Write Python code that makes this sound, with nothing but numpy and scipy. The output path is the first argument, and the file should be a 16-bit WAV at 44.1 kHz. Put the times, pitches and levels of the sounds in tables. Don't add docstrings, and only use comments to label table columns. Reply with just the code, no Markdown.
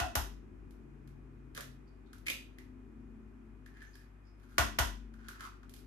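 import sys
import numpy as np
from scipy import signal
from scipy.fft import rfft, irfft
from scipy.io import wavfile
from scipy.ndimage import uniform_filter1d

SR = 44100
rng = np.random.default_rng(int(sys.argv[2]) if len(sys.argv) > 2 else 0)


def to_wav(s):
    ch = np.atleast_2d(s).T
    pcm = np.round(np.clip(ch, -1, 1) * 32767)
    wavfile.write(sys.argv[1], SR, pcm.astype(np.int16))


N = 258749
TIME = np.arange(N) / SR

# start_s, crunch_db, beaker_db, thud_db, crush_s, beaker_tilt_db_per_octave,
#                 egg_body_hz, egg_body_db, shell_wall_hz, shell_wall_db
KNOCKS = [(0.0, -35, -37, -37, 0.0029, -0.5, 1030, -39.5, 2570, -36),
          (0.153, -20.5, -42, -34, 0.004, -3, 840, -34.5, 3710, -43),
          (4.581, -21.5, -27.5, -32, 0.0037, -0.7, 1120, -31, 2190, -38.5),
          (4.786, -21.5, -32.5, -32, 0.005, 0, 970, -33.5, 2950, -38)]
# pitch_hz, level_db
CRUNCH_SPECTRUM = [(100, -27), (300, -3.5), (550, -1.5), (800, 6), (1100, 4.5), (1500, 6), (2200, -3.5),
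                   (3000, 3), (4100, -7.5), (5300, -1), (7000, -4), (9700, -5), (13000, 5), (14600, -38)]
# pitch_hz, level_db
CLACK_SPECTRUM = [(100, -26.5), (300, -1.5), (500, -11.5), (700, -1.5), (870, -3), (1100, -1), (1500, 0),
                  (2100, -4.5), (3200, -9), (6000, -14), (15000, -27)]
# pitch_hz, level_db, t60_s
BEAKER_MODES = [(328, -9.5, 0.15), (632, -7.5, .06), (705, 3.5, 0.09), (1050, -2, 0.14), (1364, 1, .11),
                (1450, 8, 0.13), (1564, -4, 0.12), (1797, -3, 0.09), (1950, -2.5, .15), (2614, -12, 0.06),
                (3120, -15.5, 0.07)]
# pitch_hz, level_db, t60_s
WORKTOP_MODES = [(49.6, 5, 0.99), (83.5, -3.5, 0.17), (99.4, 1, 0.29), (223, -20, 0.44)]

# start_s, length_s, start_pitch_hz, level_db
SKIDS = [(0.0, 0.0377, 698, -42), (0.047, 0.028, 692.5, -48.5)]
SKID_RISE_HZ_PER_S, SKID_FADE_DB_PER_S = 1525, 91.5

# pitch_hz, level_db
RUMBLE_SPECTRUM = [(15, -28.5), (28, -3.5), (59, -4), (110, -8), (172, -10), (290, -7), (380, -8),
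                   (520, -28.5), (1390, -41), (2500, -50), (3540, -59.5), (7000, -53.5), (13000, -81),
                   (14500, -85.5)]
# time_s, level_db
RUMBLE_LEVEL = [(0.0, -62), (2.12, -67), (3.12, -64), (4.17, -72.5), (4.62, -67.5), (4.75, -62),
                (5.03, -66.5), (5.52, -69), (5.87, -64.5)]
# pitch_hz, level_db
HUM_TONES = [(49.8, -56), (99.3, -67), (2468, -88)]
# pitch_hz, level_db
AIR_SPECTRUM = [(200, 0.5), (1300, 6), (2400, -2.5), (4000, -17), (13000, -22.5), (14500, -49)]
# pitch_hz, level_db
LOW_TONES = [(136.8, -72), (223.4, -70.5), (252.9, -66.5)]
# start_s, length_s, pitch_hz, rise_db
SWELLS = [(0.748, 1.23, 136.8, 12.5), (2.52, 0.9, 252.9, 6), (2.798, .85, 223.4, 10.5),
          (4.434, 1.03, 223.4, 10.5)]
SWELL_EDGE_S = 0.2
TONES_FOLLOW = 0.456

# start_s, snap_db, hollow_db
SNAPS = [(0.707, -52, -86.5), (1.074, -54, -60.5), (1.5479, -35.5, -52), (1.567, -40, -42),
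         (1.5746, -33.5, -33), (1.606, -32, -39.5), (2.1304, -45, -44.5), (2.181, -50.5, -73),
         (2.2674, -32.5, -26.5), (2.2811, -30, -23), (2.2979, -24, -35), (2.584, -47.5, -44),
         (3.6601, -52, -45.5), (3.769, -66, -48), (3.825, -50.5, -53), (3.953, -46.5, -50.5),
         (5.138, -58.5, -50), (5.2835, -34.5, -35), (5.4054, -41, -34.5), (5.63, -72, -47.5),
         (5.6937, -43.5, -82), (5.737, -39, -70), (5.762, -45, -62)]
# pitch_hz, level_db
SNAP_SPECTRUM = [(150, -3.5), (500, 2.5), (700, -4.5), (950, -17.5), (2000, 0), (3500, 0), (7000, -5),
                 (11500, 0), (13400, 0), (14600, -25)]
SNAP_LENGTH_S = .0027
# time_s, pitch_hz, t60_s
HOLLOW = [(1.565, 1580, 0.003), (1.58, 1350, .005), (1.61, 1840, .007), (2.14, 1420, 0.0095),
          (2.26, 2150, 0.017), (2.32, 2890, 0.0059), (2.6, 1920, 0.011), (3.66, 1746, .013),
          (3.8, 1710, 0.014), (4.05, 1730, 0.018), (4.45, 1440, 0.014), (5.29, 1456, 0.012),
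          (5.41, 1404, 0.0079), (5.48, 1170, .013), (5.63, 1330, 0.0097)]
# start_s, length_s, crackle_db, hollow_db
TEARS = [(1.55, 0.019, -57, -51.5), (2.257, 0.068, -45, -40.5), (3.739, 0.12, -83, -57.5),
         (3.869, 0.19, -73.5, -71), (4.38, 0.27, -72.5, -68), (5.187, 0.24, -92, -60),
         (5.389, 0.078, -61, -47.5), (5.747, 0.06, -63, -80)]
GIVE_SHARE, PULL_SWELL_DB = 0.69, 10
# start_s, level_db
PUNCTURES = [(1.5743, -22.5), (2.283, -28)]
POP_HZ, POP_T60_S = 513, 0.011
# start_s, length_s, pitch_hz, level_db
RUBS = [(1.864, 0.032, 4650, -76.5), (2.057, 0.018, 3700, -74), (3.82, 0.11, 6430, -78),
        (3.928, 0.036, 4960, -67.5), (4.235, 0.081, 4980, -79)]

# pitch_hz, t60_s
KITCHEN_DECAY = [(150, 0.9), (530, 0.26), (1400, 0.34), (3700, 0.37), (7000, 0.32), (12000, 0.26)]
# pitch_hz, difference_db
EAR_COLOUR = [(250, 9.5), (500, 0), (750, 0), (1400, 1.5), (2800, 0), (4000, -3), (6500, -10.5), (8000, 1),
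              (10000, 2)]
HANDS_PAN_DB = -1.5
TOP_STOP_HZ = 16500


def from_db(db):
    return 10 ** (np.asarray(db) / 20)


def unit_energy(x):
    return x / np.sqrt(np.sum(x ** 2, axis=-1, keepdims=True) + 1e-20)


def rms_one(x):
    return unit_energy(x) * np.sqrt(x.shape[-1])


def in_time(rows):
    times, *columns = np.transpose(rows)
    return [np.interp(TIME, times, column) for column in columns]


def at_hz(points, hz):
    f, value = np.transpose(points)
    return np.interp(np.log(np.maximum(hz, 1)), np.log(f), value)


def add(track, s, sound):
    start = max(0, round(s * SR))
    track[..., start:start + sound.shape[-1]] += sound[..., :N - start]


def panned(x, db):
    return x * from_db([[db / 2], [-db / 2]])


def drift(rate):
    knots = rng.standard_normal(int(N / SR * rate) + 2)
    return rms_one(np.interp(TIME * rate, np.arange(len(knots)), knots))


def coloured(x, spectrum, size=4096):
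    cepstrum = irfft(np.log(from_db(at_hz(spectrum, np.fft.rfftfreq(size, 1 / SR)))))
    cepstrum[1:size // 2] *= 2
    cepstrum[size // 2 + 1:] = 0
    response = irfft(np.exp(rfft(cepstrum)))
    return signal.fftconvolve(np.atleast_2d(x), response[None], axes=1)[:, :x.shape[-1]]


def ring(x, hz, t60):
    r, w = from_db(-60 / (t60 * SR)), 2 * np.pi * hz / SR
    return signal.lfilter([np.sin(w), 0, -np.sin(w)], [1, -2 * r * np.cos(w), r * r], x + 1e-18)


def fractures(envelope, per_s, spread_db):
    n = len(envelope)
    sizes = from_db(spread_db * np.minimum(rng.exponential(1, n), 4))
    signs = rng.choice([-1, 1], n)
    happens = rng.random(n) < per_s / SR
    return unit_energy(envelope * sizes * signs * happens)


def burst(t, length):
    u = t / max(length, 1e-4)
    return np.sqrt(u) * np.exp(-2 * u)


def crack(length, per_s=12000, spread_db=3.0, size=4096, count=12):
    t = np.arange(size) / SR
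    x = fractures(burst(t, length), per_s, spread_db)
    window = np.exp(-(t / max(2 * length, 1e-3)) ** 4)
    for _ in range(count):
        spectrum = rfft(x)
        x = irfft(spectrum / (np.abs(spectrum) + 1e-12)) * window
    return unit_energy(x)


def bounce(t, high_hz=77.4, low_hz=50.0, settle_s=0.047, swell_s=0.031, push_s=0.0042, modes_db=-3.0):
    hz = low_hz + (high_hz - low_hz) * np.exp(-t / settle_s)
    phase = 2 * np.pi * np.cumsum(hz) / SR
    rocking = unit_energy(t * np.exp(-2 * t / swell_s) * np.sin(phase))
    push = burst(t, push_s)
    modes = sum(from_db(db) * unit_energy(ring(push, f, t60)) for f, db, t60 in WORKTOP_MODES)
    return unit_energy(rocking + from_db(modes_db) * unit_energy(modes))


def knocks(crunch_db=16.5, beaker_db=22.5, clack_db=22.5, thud_db=32.0, thud_delay_s=.012,
           egg_db=17.5, body_t60=.022, wall_t60=.012):
    shell, egg, beaker, worktop = np.zeros((4, N))
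    t = np.arange(SR // 2) / SR
    for (s, shell_level, ring_level, thud_level, crush, tilt,
         body_hz, body_level, wall_hz, wall_level) in KNOCKS:
        contact = np.pad(crack(crush), (0, len(t)))
        add(shell, s, from_db(shell_level + crunch_db) * contact)
        for hz, level, t60 in ((body_hz, body_level, body_t60), (wall_hz, wall_level, wall_t60)):
            add(egg, s, from_db(level + egg_db) * unit_energy(ring(contact, hz, t60)))
        clack = unit_energy(coloured(contact, CLACK_SPECTRUM)[0])
        modes = sum(from_db(db + rng.normal()) * unit_energy(ring(contact, hz, t60))
                    for hz, db, t60 in BEAKER_MODES)
        plastic = from_db(clack_db) * clack + from_db(beaker_db) * unit_energy(modes)
        hardness = [(300, -2 * tilt), (4800, 2 * tilt)]
        add(beaker, s, from_db(ring_level) * coloured(plastic, hardness)[0])
        add(worktop, s + thud_delay_s, from_db(thud_level + thud_db) * bounce(t))
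    return coloured(shell, CRUNCH_SPECTRUM) + egg + beaker, worktop


def squeak(waver=0.066, rough_db=4.0, octave_db=-13.0):
    out = np.zeros(N)
    for s, length, start_hz, level in SKIDS:
        t = np.arange(int(length * SR)) / SR
        hz = (start_hz + SKID_RISE_HZ_PER_S * t) * (1 + waver * drift(300)[:len(t)])
        phase = 2 * np.pi * np.cumsum(hz) / SR
        grip_db = rough_db * drift(250)[:len(t)] - SKID_FADE_DB_PER_S * t
        grip = signal.windows.tukey(len(t), .2) * from_db(grip_db)
        tone = np.sin(phase) + from_db(octave_db) * np.sin(2 * phase)
        add(out, s, from_db(level) * rms_one(grip * tone))
    return out


def wandering_tone(hz, wander_hz, rate):
    return rms_one(np.sin(2 * np.pi * np.cumsum(hz + wander_hz * drift(rate)) / SR))


def low_tones(swing_db, waver_db=2.0, wander_hz=1.245):
    pitches, rest_db = np.transpose(LOW_TONES)
    levels = rest_db[:, None] + TONES_FOLLOW * swing_db
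    for s, length, hz, rise_db in SWELLS:
        shape = np.clip(np.minimum(TIME - s, s + length - TIME) / SWELL_EDGE_S, 0, 1)
        levels[np.argmin(np.abs(pitches - hz))] += rise_db * shape
    return sum(from_db(db + waver_db * drift(10)) * wandering_tone(hz, wander_hz, 12)
               for hz, db in zip(pitches, levels))


def background(rumble_db=6.0, side_db=-4.5, air_db=-70.0, pan_db=4.0):
    level, = in_time(RUMBLE_LEVEL)
    mid, side = rms_one(coloured(rng.standard_normal((2, N)), RUMBLE_SPECTRUM))
    rumble = from_db(level + rumble_db) * (mid + from_db(side_db) * side * [[1], [-1]])
    hum = sum(from_db(db) * wandering_tone(hz, 0.25, 2) for hz, db in HUM_TONES)
    air = rms_one(coloured(rng.standard_normal((2, N)), AIR_SPECTRUM))
    tones = low_tones(level - level.mean())
    return panned(rumble + hum + tones, pan_db) + from_db(air_db) * air


def shell_cavity(x, s, short_db=-11.5):
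    times, pitches, rings = np.transpose(HOLLOW)
    hz, t60 = np.interp(s, times, pitches), np.interp(s, times, rings)
    return ring(x, hz, t60) + from_db(short_db) * ring(x, hz, t60 / 2)


def snaps(snap_db=12.5, hollow_db=13.5):
    sharp, hollow = np.zeros((2, N))
    for s, level, hollow_level in SNAPS:
        breaks = crack(SNAP_LENGTH_S)
        add(sharp, s, from_db(level + snap_db) * breaks)
        add(hollow, s, from_db(hollow_level + hollow_db) * unit_energy(shell_cavity(breaks, s)))
    return coloured(sharp, SNAP_SPECTRUM) + hollow


def tears(per_s=700, spread_db=4.8, count=7):
    crackle, hollow = np.zeros((2, N))
    for s, length, level, hollow_level in TEARS:
        along = np.linspace(0, 1, int(length * SR))
        pull = np.interp(along, [0, GIVE_SHARE, 1], [-1, 0, -1])
        breaks = fractures(from_db(PULL_SWELL_DB * pull), per_s, spread_db)
        add(crackle, s, from_db(level) * rms_one(breaks))
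        stages = [np.maximum(0, 1 - np.abs(along * (count - 1) - k)) for k in range(count)]
        moments = np.linspace(s, s + length, count)
        glide = sum(shell_cavity(breaks * stage, moment) for stage, moment in zip(stages, moments))
        add(hollow, s, from_db(hollow_level) * rms_one(glide))
    return coloured(crackle, SNAP_SPECTRUM) + hollow


def punctures(cave_in_s=0.005):
    out = np.zeros(N)
    for s, level in PUNCTURES:
        pop = ring(crack(cave_in_s), POP_HZ, POP_T60_S)
        add(out, s, from_db(level) * unit_energy(pop))
    return out


def rubs(wall_t60=.008, per_s=3600, spread_db=7.0):
    out = np.zeros(N)
    for s, length, hz, level in RUBS:
        slips = fractures(np.sqrt(np.hanning(int(length * SR))), per_s, spread_db)
        add(out, s, from_db(level) * rms_one(ring(slips, hz, wall_t60)))
    return out


def evenly_coloured(response, size=4096):
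    power = np.abs(rfft(response)) ** 2
    bins_per_hz = len(response) / SR
    narrow, wide = (uniform_filter1d(power, int(width_hz * bins_per_hz)) for width_hz in (130, 2500))
    hz = np.fft.rfftfreq(len(response), 1 / SR)
    levelling = np.c_[hz, 10 * np.log10(wide / narrow)][1:]
    return coloured(response, levelling, size=size)[0]


def kitchen(x, direct_db, early_db, tail_db, early_s=0.0037, lag_s=.00056, size=32768, count=11):
    t, hz = np.arange(size) / SR, np.fft.rfftfreq(size, 1 / SR)
    centres = np.geomspace(100, 15000, count)
    white, tail = rfft(rng.standard_normal((2, size))), 0
    for centre, weights in zip(centres, np.eye(count)):
        band = irfft(white * at_hz(np.c_[centres, weights], hz))
        tail = tail + band * from_db(-60 * t / at_hz(KITCHEN_DECAY, centre))
    late = from_db(tail_db) * unit_energy(tail * (1 - np.exp(-t / 0.0025)))
    early = from_db(early_db) * np.array([crack(early_s, size=size) for ear in range(2)])
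    early[[0, 1], [0, round(lag_s * SR)]] += from_db(direct_db)
    response = sum(np.array([evenly_coloured(ear) for ear in part]) for part in (early, late))
    return signal.fftconvolve(x, response, axes=1)[:, :N]


def ear_coloured(x):
    return np.array([coloured(ear, [(hz, side * db / 2) for hz, db in EAR_COLOUR])[0]
                     for ear, side in zip(x, (1, -1))])


def scene():
    rim, worktop = knocks()
    at_rim = kitchen(panned(rim + squeak(), db=-1.0), direct_db=-3.0, early_db=-1.0, tail_db=1.5)
    shell = snaps() + punctures() + from_db(-4.5) * (tears() + rubs())
    in_hands = kitchen(panned(shell, HANDS_PAN_DB), direct_db=-8.0, early_db=-1.5, tail_db=0.0)
    return ear_coloured(at_rim + in_hands) + panned(worktop, db=7.0) + background()


def record(dry):
    thinned = signal.sosfilt(signal.butter(6, 40, "high", fs=SR, output="sos"), dry)
    return signal.sosfilt(signal.cheby2(14, 70, TOP_STOP_HZ, fs=SR, output="sos"), thinned)


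dry = scene()
out = record(dry)
to_wav(out)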